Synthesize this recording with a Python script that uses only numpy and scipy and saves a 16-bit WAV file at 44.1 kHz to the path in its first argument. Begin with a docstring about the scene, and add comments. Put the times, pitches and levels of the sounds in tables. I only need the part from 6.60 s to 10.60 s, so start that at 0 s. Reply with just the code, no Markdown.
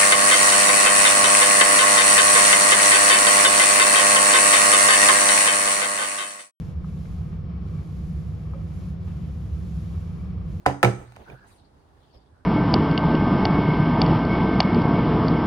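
"""A clothes iron slides back and forth over a cloth spread on a towel, close by, in a small room.
The weave hisses under the soleplate and falls quiet at each turn. The hollow body of the iron adds a duller
rub, the padded board murmurs under its weight, the plate's edge scuffs the cloth, and a few light knocks
ring the shell. A steady low rumble, like ventilation, fills the room."""
import sys
import numpy as np
from scipy import signal
from scipy.fft import rfft, irfft
from scipy.io import wavfile

SR = 44100
rng = np.random.default_rng(int(sys.argv[2]) if len(sys.argv) > 2 else 0)


def generate_wav(sig):
    """Save sig (samples, or channels by samples) to the path in sys.argv[1] as 16-bit PCM at SR."""
    pcm = np.round(np.clip(np.atleast_2d(sig).T, -1, 1) * 32767).astype(np.int16)
    wavfile.write(sys.argv[1], SR, pcm)


N = 176400
TIME = np.arange(N) / SR
BINS_HZ = np.arange(N // 2 + 1) * SR / N
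RUB_PAN_DB = 4

# how alike the iron sounds on left and right: f/Hz, likeness/0-1
IRON_LIKENESS = [(500, 0.94), (1200, 0.43), (1700, 0.17), (3000, 0.52), (6500, 0.41), (8000, 1), (15000, 1)]
# phase lead of the iron's right side: f/Hz, lead/rad
IRON_LEAD = [(200, -.2), (800, -1.1), (1300, -1.2), (2100, -.1), (3100, -.4), (5400, -.2), (6800, 1.1),
             (7900, 3.0), (8700, 3.3), (10600, 6.1), (12500, 6.5), (14200, 9.3)]
# light knocks on the shell: t/s, level/dB, centre f/Hz
KNOCKS = [(0.2443, -36.5, 1190), (1.872, -45, 1200), (1.9353, -35.5, 1100), (1.947, -43.5, 2090),
          (2.4765, -47, 990)]


def from_db(db):
    """Decibels to gain."""
    return 10 ** (np.asarray(db) / 20)


def unit_rms(x):
    """Scale to unit rms."""
    return x / np.sqrt(np.mean(x ** 2) + 1e-20)


def swing(rows):
    """A fader ride in dB about its median."""
    db = np.interp(TIME, *np.transpose(rows))
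    return db - np.median(db)


def over_hz(points):
    """A table read at every frequency, on a log axis."""
    hz, value = np.transpose(points)
    return np.interp(np.log(BINS_HZ + 1e-9), np.log(hz), value)


def pan(db):
    """Stereo gains, with the left db above the right."""
    return from_db(np.array([[db], [-db]]) / 2)


def drift(rate_hz):
    """A slow random wander of unit rms."""
    return unit_rms(irfft(rfft(rng.standard_normal(N)) / (1 + (BINS_HZ / rate_hz) ** 2), N))


def white():
    """Three unrelated noises: shared, left, right."""
    return rng.standard_normal((3, N))


def colour(source, db_per_hz, likeness=IRON_LIKENESS, lead=IRON_LEAD):
    """Give shared, left and right noise a spectrum and a stereo image, by default the iron's."""
    spectra = rfft(source)
    alike = np.clip(over_hz(likeness), 0, 1)
    pair = np.sqrt(alike) * spectra[0] + np.sqrt(1 - alike) * spectra[1:]
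    if lead is not None:
        pair = pair * np.exp(.5j * over_hz(lead) * np.array([[-1], [1]]))
    return irfft(pair * from_db(db_per_hz) * np.sqrt(SR / 2), N)


def dull(x, corner_hz):
    """Roll off the treble by 12 dB an octave."""
    return irfft(rfft(x) / np.sqrt(1 + (BINS_HZ / corner_hz) ** 4), N)


def ring(clicks, hz, t60):
    """One resonant mode: each click starts a decaying sine."""
    radius, angle = from_db(-60 / (t60 * SR)), 2 * np.pi * hz / SR
    return signal.lfilter([0, np.sin(angle)], [1, -2 * radius * np.cos(angle), radius ** 2], clicks + 1e-18)


def friction(snags_per_s=2500, spread_db=3.0, snag_share=0.28):
    """Smooth rubbing plus the tiny snaps of fibres that catch and let go."""
    sizes = from_db(spread_db * np.minimum(rng.exponential(1, (3, N)), 5))
    signs = rng.choice([-1, 1], (3, N))
    snags = unit_rms(sizes * signs * (rng.random((3, N)) < snags_per_s / SR))
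    return np.sqrt(1 - snag_share) * white() + np.sqrt(snag_share) * snags


def in_room(x, t60=0.47, wet_db=-5.5):
    """The direct sound and a short diffuse tail on each side."""
    age = TIME[:SR // 2]
    tail = rng.standard_normal((2, len(age))) * np.exp(-np.log(1000) * age / t60)
    tail = tail / np.sqrt(np.sum(tail ** 2, axis=1, keepdims=True))
    return x + from_db(wet_db) * signal.fftconvolve(x[None], tail, axes=1)[:, :N]


def ventilation(wander_hz=1.994):
    """Room tone: a steady rumble with a wavering hum, and faint air above it."""
    # tones of the hum: f/Hz, level/dB
    hum_tones = [(67.5, -41), (160, -43), (180.5, -45), (483, -64)]
    # rumble with two broad humps: f/Hz, level/dB
    rumble_spectrum = [(20, -66), (36, -72.5), (45, -65.5), (53, -52), (70, -48.5), (95, -49), (112, -57),
                       (119, -56), (131, -65.5), (141, -51.5), (160, -51), (184, -52.5), (193, -63),
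                       (218, -64), (230, -70), (400, -100.5)]
    # air of the room: f/Hz, level/dB
    air_spectrum = [(100, -88.5), (250, -75.5), (285, -76.5), (315, -72), (340, -77.5), (372, -74.5),
                    (420, -82.5), (520, -80), (580, -87.5), (740, -84), (820, -90.5), (1300, -95.5),
                    (1700, -96.5), (4000, -109)]
    # near mono in the bass, wide on top: f/Hz, likeness/0-1
    likeness = [(60, .97), (150, 0.91), (280, 0.78), (600, 0.3), (1300, 0.16), (6000, 0)]
    hum = 0
    for hz, db in hum_tones:
        pitch_hz = hz + wander_hz * drift(rate_hz=3.0)
        hum = hum + from_db(db) * np.sqrt(2) * np.sin(2 * np.pi * np.cumsum(pitch_hz) / SR)
    rumble = dull(colour(white(), over_hz(rumble_spectrum), likeness, lead=None), corner_hz=400)
    air = dull(colour(white(), over_hz(air_spectrum), likeness, lead=None), corner_hz=3200)
    return pan(-0.9) * (hum + rumble) + pan(1) * air


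def board_rub():
    """The padded board murmurs where the iron bears down on it."""
    # low rub of the board: f/Hz, level/dB
    spectrum = [(220, -100), (300, -81.5), (380, -77), (480, -82), (600, -96), (1500, -150)]
    # its swells under the iron's weight: t/s, level/dB
    swells = [(0.0, -6.5), (0.8, -5.5), (0.92, 2.5), (1.2, 2), (1.4, -6), (2.75, -13.5), (3.5, -9.5),
              (3.8, -0.5), (3.95, -6)]
    level = from_db(np.interp(TIME, *np.transpose(swells)))
    return pan(RUB_PAN_DB) * level * colour(white(), over_hz(spectrum))


def shell_knocks(half_width_oct=0.35):
    """Each soft contact is a click with a colour of its own; it rings the modes of the shell."""
    # modes of the shell: f/Hz, level/dB, t60/s
    modes = [(877, -8.5, 0.03), (1050, -7, 0.0096), (1137, -8, 0.016), (1263, -9, 0.047),
             (1580, -5, 0.0094), (2360, -5.5, 0.03), (2700, -8, 0.04)]
    contacts = np.zeros(N)
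    for start_s, db, centre_hz in KNOCKS:
        edges_hz = centre_hz * 2 ** (half_width_oct * np.array([-1, 1]))
        band = signal.butter(2, edges_hz, "band", fs=SR, output="sos")
        click = signal.unit_impulse(N, int(start_s * SR))
        contacts += from_db(db) * signal.sosfilt(band, click + 1e-18)
    ringing = sum(from_db(db) * ring(contacts, hz, t60) for hz, db, t60 in modes)
    return dull(ringing, corner_hz=1810)


def shell_bloom(delay_s=0.00296, attack_s=0.013):
    """A soft, low ring that swells and dies after the strongest knock."""
    # close, beating modes of the shell: f/Hz, level/dB, t60/s
    modes = [(544, -33, 0.17), (590, -45, 0.17), (500, -47, 0.12)]
    knock_s = max(KNOCKS, key=lambda row: row[1])[0]
    age = np.maximum(TIME - knock_s - delay_s, 0)
    ringing = sum(from_db(db - 60 * age / t60) * np.sin(2 * np.pi * hz * age) for hz, db, t60 in modes)
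    return (1 - np.exp(-age / attack_s)) * ringing


def scuffs():
    """The edge of the soleplate catches the cloth: a burst of friction that swells quickly and dies away."""
    # catches: t/s, rise/s, level/dB, centre f/Hz, half-width/octaves
    catches = [(0.4532, 0.0026, -83, 1900, 0.42), (2.468, 0.017, -94, 2100, 0.55),
               (2.59, 0.055, -100.5, 2500, 0.45), (3.2, 0.07, -104, 2900, 0.5)]
    drive, bursts = friction(), 0
    for start_s, rise_s, db, hz, width_oct in catches:
        progress = np.maximum(TIME - start_s, 0) / rise_s
        band_db = db - 10 * np.log10(1 + (np.log2((BINS_HZ + 1) / hz) / width_oct) ** 6)
        bursts = bursts + progress * np.exp(1 - progress) * colour(drive, band_db)
    return pan(RUB_PAN_DB) * bursts


def body_rub(ride_depth=0.93, flutter_db=1.0, waver_db=0.3):
    """Friction heard through the hollow iron, broad and resonant; it carries on through the turns."""
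    # dull, broad rub: f/Hz, level/dB
    spectrum = [(300, -87), (420, -84), (850, -91.5), (1200, -91.5), (1700, -99), (2300, -101),
                (3100, -103.5), (4500, -108), (5500, -107), (6200, -121)]
    # its fader ride: t/s, level/dB
    broad_ride = [(0.0, -53.5), (0.12, -58.5), (0.21, -60), (0.28, -60.5), (0.5, -59), (0.7, -56),
                  (0.84, -58.5), (0.95, -57), (1.19, -56.5), (1.3, -58.5), (1.55, -61.5), (1.8, -57),
                  (2.05, -59.5), (2.2, -59), (2.35, -57.5), (2.5, -58), (2.7, -58), (2.9, -59.5),
                  (3.3, -59), (3.68, -57), (3.85, -58), (3.95, -58)]
    # resonances of the shell under friction: f/Hz, half-width/Hz, level/dB
    resonances = [(1106, 80, -89.5), (1273, 70, -93), (2290, 92, -97.5), (3180, 92, -107), (4370, 70, -108),
                  (5460, 76, -109)]
    # their ride, highest where the iron is drawn near: t/s, level/dB
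    hollow_ride = [(0.0, -1), (0.45, -1.5), (0.68, 1.5), (0.82, 0), (0.92, 5.8), (1.02, 4), (1.2, 5.5),
                   (1.3, -1), (1.55, -2), (1.85, 1), (2.3, -1.5), (2.55, -2), (2.95, -4), (3.2, -1),
                   (3.38, 2.5), (3.84, 3), (3.94, -2)]
    flutter = from_db(flutter_db * drift(rate_hz=15))
    broad = dull(colour(friction(), over_hz(spectrum)), corner_hz=6500)
    drive, hollow = friction(), 0
    for hz, width_hz, db in resonances:
        peak_db = db - 20 * np.log10(1 + ((BINS_HZ - hz) / width_hz) ** 2)
        waver = from_db(waver_db * drift(rate_hz=6))   # each swells on its own as the pressure shifts
        hollow = hollow + waver * colour(drive, peak_db)
    rub = from_db(ride_depth * swing(broad_ride)) * broad + from_db(swing(hollow_ride)) * hollow
    return pan(RUB_PAN_DB) * flutter * rub


def weave_hiss(ride_depth=0.95, flutter_db=0.1):
    """The weave hisses brightly under the soleplate, rising and falling with the speed of the stroke."""
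    # sliding speed as a fader ride: t/s, level/dB
    strokes = [(0.0, -68), (0.1, -68.5), (0.18, -83), (0.27, -70), (0.52, -67), (0.74, -74.5), (0.88, -87),
               (0.98, -85.5), (1.08, -71.5), (1.35, -68.5), (1.62, -69.5), (1.95, -74.5), (2.19, -66.7),
               (2.3, -68.5), (2.375, -80), (2.46, -70), (2.85, -70), (3.2, -66), (3.62, -72), (3.79, -83),
               (3.92, -69.5)]
    # hiss of the weave at the usual speed: f/Hz, level/dB
    spectrum = [(1000, -108), (2500, -103), (3400, -103), (5000, -105), (6200, -106), (7500, -105.5),
                (8600, -106.5), (10000, -110), (12000, -114), (15500, -119)]
    level = from_db(ride_depth * swing(strokes) + flutter_db * drift(rate_hz=22))
    return pan(-1.5) * level * colour(friction(), over_hz(spectrum))


def scene():
    """The iron over the room tone; only the shell's knocks and bloom get reverb."""
    handling = in_room(shell_knocks() + shell_bloom())
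    return ventilation() + weave_hiss() + body_rub() + board_rub() + scuffs() + pan(2.5) * handling


def record(dry, cutoff_hz=15750):
    """A steep low-pass trims the very top."""
    return signal.sosfilt(signal.ellip(10, .1, 80, cutoff_hz, fs=SR, output="sos"), dry)


dry = scene()
out = record(dry)
generate_wav(out)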